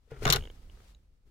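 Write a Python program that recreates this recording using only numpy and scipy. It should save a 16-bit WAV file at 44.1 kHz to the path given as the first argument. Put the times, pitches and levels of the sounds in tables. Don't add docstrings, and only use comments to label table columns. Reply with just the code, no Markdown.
import sys
import numpy as np
from scipy import signal
from scipy.fft import rfft, irfft
from scipy.io import wavfile
from scipy.ndimage import uniform_filter1d

SR = 44100
rng = np.random.default_rng(int(sys.argv[2]) if len(sys.argv) > 2 else 0)


def generate_wav(signal):
    frames = np.transpose(np.atleast_2d(signal))
    scaled = np.clip(frames, -1, 1) * 32767
    pcm = np.round(scaled).astype(np.int16)
    wavfile.write(sys.argv[1], SR, pcm)


def undo_db(level):
    steps = np.asarray(level, float) / 20
    return 10 ** steps


N = 57330

# frequency in Hz, level in dB, t60 in seconds.
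HOOK_MODES = [(2157, -3, 0.016), (2876, -1, 0.011), (3123, -2.5, 0.011), (3570, 2, 0.016),
              (4042, -2.5, 0.017), (4470, -5.5, 0.016), (5440, -4, 0.016), (5870, -3, 0.0097),
              (6820, -2, 0.014), (7770, -9.5, 0.0043), (8500, -11, 0.018)]
# frequency in Hz, level in dB, t60 in seconds.
POLE_MODES = [(420, -2, 0.015), (701, -0.5, 0.027), (1069, -3, 0.035), (1244, -0.5, .025),
              (1460, -1.5, 0.028), (1802, 0, 0.011)]
# frequency in Hz, level in dB, t60 in seconds.
FRAME_MODES = [(40.3, -5.5, 0.091), (113, -6.5, 0.097), (137.7, -2, 0.14), (210, -10.5, 0.044),
               (436.7, 1, .06)]
BLOW_S = .05


def curve(table, index):
    rows = np.array(table, float)
    return undo_db(np.interp(np.arange(N) / SR, rows[:, 0], rows[:, index]))


def unit(x):
    return x / np.sqrt(np.mean(x ** 2))


def unit_energy(x):
    return x / np.sqrt(np.sum(x ** 2) / 2)


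def colour(x, points):
    hz, db = np.array(points, float).T
    f_hz = np.maximum(np.arange(N // 2 + 1) * SR / N, 1)
    gain_db = np.interp(np.log(f_hz), np.log(hz), db, left=-60, right=-60)
    return unit(irfft(rfft(x) * undo_db(gain_db), N))


def walk(rate_hz):
    k = int(SR / rate_hz)
    steps = np.repeat(rng.standard_normal(N // k + 1), k)
    return unit(uniform_filter1d(uniform_filter1d(steps, k), k)[:N])


def ring(hz, t60_s, t, turn_rad=0):
    return np.sin(2 * np.pi * hz * t + turn_rad) * np.exp(-np.log(1000) * t / np.maximum(t60_s, .002))


def strike(modes, scatter_db, spread_rad, seconds=.12, contact_s=.0003, jitter=0.028):
    hz, db, t60_s = np.array(modes, float).T[:, :, None]
    chance = rng.standard_normal((4, len(modes), 1))
    t = np.arange(int(seconds * SR)) / SR
    gain = undo_db(db + scatter_db * chance[0])
    f_hz = np.minimum(hz * (1 + jitter * chance[1]), .45 * SR)
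    turns_rad = spread_rad * np.minimum(hz / 1100, 1) ** 2 * chance[2:]
    ports = np.array([np.sum(gain * ring(f_hz, t60_s, t, turn), axis=0) for turn in turns_rad])
    return ports * np.minimum(t / contact_s, 1) ** 2


def add(out, x, start_s):
    i = max(int(start_s * SR), 0)
    n = min(x.shape[-1], N - i)
    out[:, i:i + n] += x[:, :n]


def pan(db):
    return undo_db(np.array([[db / 2], [-db / 2]]))


def still_air():
    # frequency in Hz, level in dB per Hz.
    air_spectrum = [(40, -9), (100, 4.5), (156, -7), (452, -24), (705, -25), (872, -33), (12100, -46),
                    (15000, -56.5)]
    noise = rng.standard_normal((2, N)) + 0.57 * rng.standard_normal(N)
    return undo_db(-76) * np.array([colour(port, air_spectrum) for port in noise])


def cloth():
    # time in seconds, rustle in dB, L-R in dB.
    cloth_motion = [(0, -90, -2.5), (.095, -81.5, 10.5), (.112, -66, -9), (.14, -77.5, 8), (.208, -68, 6),
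                    (.232, -53, 11), (.37, -53, 1), (.41, -64, 0.5), (.52, -72, 2), (.68, -74.5, 3.5),
                    (.8, -71, 3), (.89, -73.5, 2.5), (.925, -75.5, 4), (.96, -82.5, 1), (1.1, -89, 0),
                    (1.255, -89, -1), (1.272, -81.5, 3), (1.3, -80.5, -6)]
    # frequency in Hz, level in dB per Hz.
    rustle_spectrum = [(210, -35.5), (350, -8), (438, -7.5), (593, -2.5), (1180, -8), (1280, -5),
                       (1380, -9), (4520, -12.5), (16000, -25.5)]
    mid, side = rng.standard_normal((2, N))
    sign = np.array([[1], [-1]])
    fibres = 1 + 2.8 * (rng.random(N) < .01)
    hiss = colour(mid * fibres, rustle_spectrum) + 0.98 * sign * colour(side * fibres, rustle_spectrum)
    hiss = hiss * undo_db(1.1 * walk(28) + 3.0)
    return hiss * curve(cloth_motion, index=1) * curve(cloth_motion, index=2) ** (sign / 2)


def rumble():
    # time in seconds, level in dB, L-R in dB.
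    sway_motion = [(0.0, -67, 4), (0.166, -51.5, 3.5), (0.238, -35.5, 3.5), (0.314, -34, 6), (0.34, -39, 4),
                   (0.372, -34.5, -5), (0.39, -34, 2), (0.44, -40, 0.5), (0.514, -48.5, -3),
                   (0.662, -48.5, -3), (0.814, -51.5, -2), (0.84, -52.5, 3), (0.904, -53.5, -0.5),
                   (1.028, -60.5, -2.5), (1.136, -62, 4.5), (1.222, -69.5, 2), (1.27, -52.5, 3),
                   (1.3, -56, 3)]
    # frequency in Hz, level in dB per Hz.
    rumble_spectrum = [(12, -26.5), (20, 1), (52, 0), (105, -15.5), (203, -22.5), (437, -30), (500, -31),
                       (650, -48.5), (1100, -120)]
    mid, side = rng.standard_normal((2, N))
    sign = np.array([[1], [-1]])
    deep = (colour(mid, rumble_spectrum) + 0.069 * sign * colour(side, rumble_spectrum)) * undo_db(-0.86)
    return deep * curve(sway_motion, index=1) * curve(sway_motion, index=2) ** (sign / 2)


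def drag(slip_rate_hz=2000.0):
    # start in seconds, end in seconds, level in dB.
    drag_stages = [
        (.074, .104, -79),
        (.104, .113, -64),
        (.113, .127, -57),
        (.127, .218, -59),
        (.219, .25, -46),
        (.25, .372, -41),
        (.372, .39, -56),
    ]
    edge_s = .005
    t = np.arange(N) / SR
    effort = sum(undo_db(db) * (t > start_s) * (t <= end_s) for start_s, end_s, db in drag_stages)
    effort = uniform_filter1d(effort, int(edge_s * SR))

    chance = rng.random((3, N))
    slips = (chance[0] < slip_rate_hz / SR) * undo_db(-3. * np.log(chance[1] + .02)) * np.sign(chance[2] - .5)
    slips = unit(slips) * undo_db(3.0 * walk(90)) * effort

    t_body = t[:int(.12 * SR)]
    wood = unit_energy(strike(POLE_MODES, 3.2, 1.0) * np.exp(-t_body / 0.0019))
    metal = unit_energy(strike(HOOK_MODES, 2., 1.3) * np.exp(-t_body / 0.00051))
    frame = unit_energy(strike(FRAME_MODES, 2., .3))
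    body = wood + undo_db(-15.0) * metal + undo_db(1.5) * frame
    return signal.fftconvolve(slips[None], body, axes=1)[:, :N] * pan(2.0)


def room(x):
    t60_s, level_db, dull_hz = 0.095, -17, 2900
    t = np.arange(int(.3 * SR)) / SR
    tail = rng.standard_normal((2, len(t))) * np.exp(-np.log(1000) * t / t60_s) * np.minimum(t / 0.001, 1)
    tail = signal.lfilter(*signal.butter(1, dull_hz, fs=SR), tail)
    tail = tail / np.sqrt(np.sum(tail[0] ** 2))
    return undo_db(level_db) * signal.fftconvolve(x.mean(axis=0)[None], tail, axes=1)[:, :N]


def tugs():
    # start in seconds, level in dB.
    tug_events = [
        (0.076, -63.5),
        (.118, -43.5),
        (.222, -33.5),
        (0.233, -32.5),
        (0.263, -27),
        (.298, -29),
        (0.367, -38),
        (1.261, -76),
    ]
    out = np.zeros((2, N))
    for start_s, db in tug_events:
        add(out, undo_db(db) * strike(FRAME_MODES, 6.2, .25, seconds=0.39), start_s)
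    return uniform_filter1d(out, size=30) * pan(3.1)


def blows(count=3):
    # start in seconds, peak in dB, brightness in dB per octave, wire ring in dB, pole knock in dB.
    clash_events = [(0.253, -15.5, -6, -23, 1), (.2560, -18, -6.5, -22, -3), (.2676, -20, -2.5, -13.5, 4.5),
                    (.2708, -28, -2, -17, 6), (0.2766, -21.5, -3, -13, 5.5), (.2800, -26, -3.5, -17.5, 5),
                    (0.287, -27, 0, -15.5, 4.5), (0.2888, -24, 1, -16, 3.5), (0.2932, -28, -1, -17, 9),
                    (0.302, -10, 2, -20, -13.5), (0.3031, -11, 0.5, -26, -12.5),
                    (.3070, -12.5, 1, -28, -10.5), (0.3117, -21, -3.5, -21.5, 3.5),
                    (0.3239, -14.5, 0, -2, -3), (.3250, -11, 2.5, 0, -5.5), (.3290, -12.5, 2.5, 3, -5.5),
                    (0.334, -18, -2, 0.5, -5), (0.3348, -14.5, 2, -3, -4), (.3415, -26, -2.5, -11, 1.5),
                    (.3460, -20.5, -4.5, -18, -1.5), (.3520, -27, -2.5, -14, 2),
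                    (0.3597, -17.5, 3.5, -4.5, -9), (0.3629, -23, -4.5, -10.5, -2),
                    (0.3671, -25.5, -2, -12.5, 0)]
    # frequency in Hz, level in dB, t60 in seconds.
    wire_modes = [(10200, -15.5, 0.027), (11480, -0.5, 0.014), (11600, -3, 0.012), (12100, 2, 0.012),
                  (13500, -6.5, 0.0066), (14800, -10.5, .006)]
    rebound_s, rebound_db, noise_decay_s = .0024, -7.3, 0.00098
    t = np.arange(int(BLOW_S * SR)) / SR
    out = np.zeros((2, N))
    for start_s, db, tilt_db, wire_db, pole_db in clash_events:
        tilted_hook = [(hz, g + tilt_db * np.log2(hz / 3500), t60_s) for hz, g, t60_s in HOOK_MODES]
        for k in range(count):
            hook = strike(tilted_hook, 3.7, 1.5, seconds=BLOW_S) * pan(-2.1)
            wire = strike(wire_modes, 1.7, .8, seconds=BLOW_S, jitter=0.0093) * pan(-2.8)
            pole = strike(POLE_MODES, 3.2, 1.2, seconds=BLOW_S) * pan(-4.0)
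            noise_db = 1.4 * tilt_db - (6.5 if k == 0 else 15.)
            noise = rng.standard_normal((2, len(t))) * np.exp(-t / noise_decay_s)
            x = hook + undo_db(wire_db) * wire + undo_db(pole_db) * pole + undo_db(noise_db) * noise
            delay_s = rebound_s * (k - 0.56 * rng.random()) * (k > 0) / 2
            add(out, x * undo_db(db - 11.0 + rebound_db * (k > 0)), start_s + delay_s)
    return out


def cracks():
    # start in seconds, peak in dB.
    crack_events = [(.2537, -18), (0.2681, -23), (0.2776, -18.5), (0.3014, -4), (0.3254, -8),
                    (0.3267, -11.5), (0.3367, -14), (.3607, -20)]
    t = np.arange(int(BLOW_S * SR)) / SR
    out = np.zeros((2, N))
    for start_s, db in crack_events:
        grit = 0.31 * rng.standard_normal(len(t)) * np.exp(-t / .0005)
        crack = grit - ring(5120, 0.0012, t)
        add(out, undo_db(db - 3.0) * crack * pan(3.5), start_s)
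    return out


def singing_ring():
    # start in seconds, level in dB.
    ring_events = [(0.2893, -25.5), (0.306, -18.5), (0.3275, -9), (0.331, -16.5), (0.3357, -14),
                   (0.3376, -13.5), (.3550, -29.5)]
    # frequency in Hz, level in dB, t60 in seconds.
    ring_modes = [(3974, 1, .018), (4252, -3, 0.015)]
    out = np.zeros((2, N))
    for start_s, db in ring_events:
        x = strike(ring_modes, 0.5, 0.35, seconds=BLOW_S, contact_s=0.0011, jitter=.006)
        add(out, undo_db(db - 4.0) * x * pan(4.8), start_s)
    return out


def clashes():
    shade_hz, port_lag_s, pan_db = 7500, .00025, 5
    near, far = blows() + cracks() + singing_ring()
    far = signal.lfilter(*signal.butter(1, shade_hz, fs=SR), far)
    far = np.roll(far, int(port_lag_s * SR))
    return np.array([near, far]) * pan(pan_db)


def ticks():
    # start in seconds, peak in dB, pitch in Hz, wood in dB, top ring in dB.
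    tick_events = [(.3900, -47, 3000, -6, -14), (.4088, -44, 2950, -3, -18), (.4238, -43, 3000, -2, -16),
                   (.4377, -43, 3080, -2, -15), (.4535, -43, 3150, -2, -16), (.4732, -44, 2940, 0, -18),
                   (.5001, -44, 3110, 0, -17), (.6977, -50, 2950, -8, -22), (.773, -57, 1300, -3, -24),
                   (.803, -58, 1300, 2, -24), (.9480, -54.5, 3830, -16, -5)]
    # frequency in Hz, level in dB, t60 in seconds.
    tick_body = [(450, -5, 0.017), (1010, -15.5, 0.013), (1594, -10.5, 0.0083), (2234, -12.5, 0.012)]
    t60_s, top_hz, pan_db = 0.0075, 6740, -2
    flick_s, flick_db = .5128, -56
    out = np.zeros((2, N))
    for start_s, db, hz, wood_db, top_db in tick_events:
        twin_hz = hz * 1.13 if hz < 3500 else hz / 1.31
        metal_modes = [(hz, 0, t60_s), (twin_hz, -7, t60_s), (top_hz, top_db, t60_s)]
        metal = strike(metal_modes, 1., .2, seconds=.05, contact_s=.0017, jitter=.004)
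        wood = strike(tick_body, 1., .5, seconds=.05, contact_s=.002)
        add(out, undo_db(db + 13.5) * (metal + undo_db(wood_db) * wood), start_s - .0006)
    burst = rng.standard_normal(300) * np.exp(-np.arange(300) / SR / .0008)
    flick = signal.lfilter(*signal.butter(2, 4000, "high", fs=SR), burst)
    add(out, undo_db(flick_db + 1) * np.array([flick, flick]), flick_s)
    return out * pan(pan_db)


def scrape():
    peak_s, rise_s, fall_s, level_db, band_hz = .893, .06, .015, -68, (1200, 6000)
    t = np.arange(N) / SR - peak_s
    grains = rng.standard_normal((2, N)) * (1 + 3. * (rng.random(N) < .02))
    band = signal.lfilter(*signal.butter(1, band_hz, "band", fs=SR), grains)
    swell = np.exp(-np.where(t < 0, -t / rise_s, (t / fall_s / 2) ** 2))
    return undo_db(level_db) * unit(band) * swell


def scene():
    hooks = drag() + clashes()
    rocking = ticks()
    echo = room(hooks + undo_db(0.5) * rocking)
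    return still_air() + cloth() + rumble() + hooks + rocking + echo + tugs() + scrape()


def low_pass(x):
    return signal.sosfilt(signal.butter(12, 16800, fs=SR, output="sos"), x)


def record(dry):
    top_cut = signal.ellip(8, .2, 60, 15800, fs=SR, output="sos")
    mix = signal.sosfilt(top_cut, dry)
    return low_pass(mix)


dry = scene()
out = record(dry)
generate_wav(out)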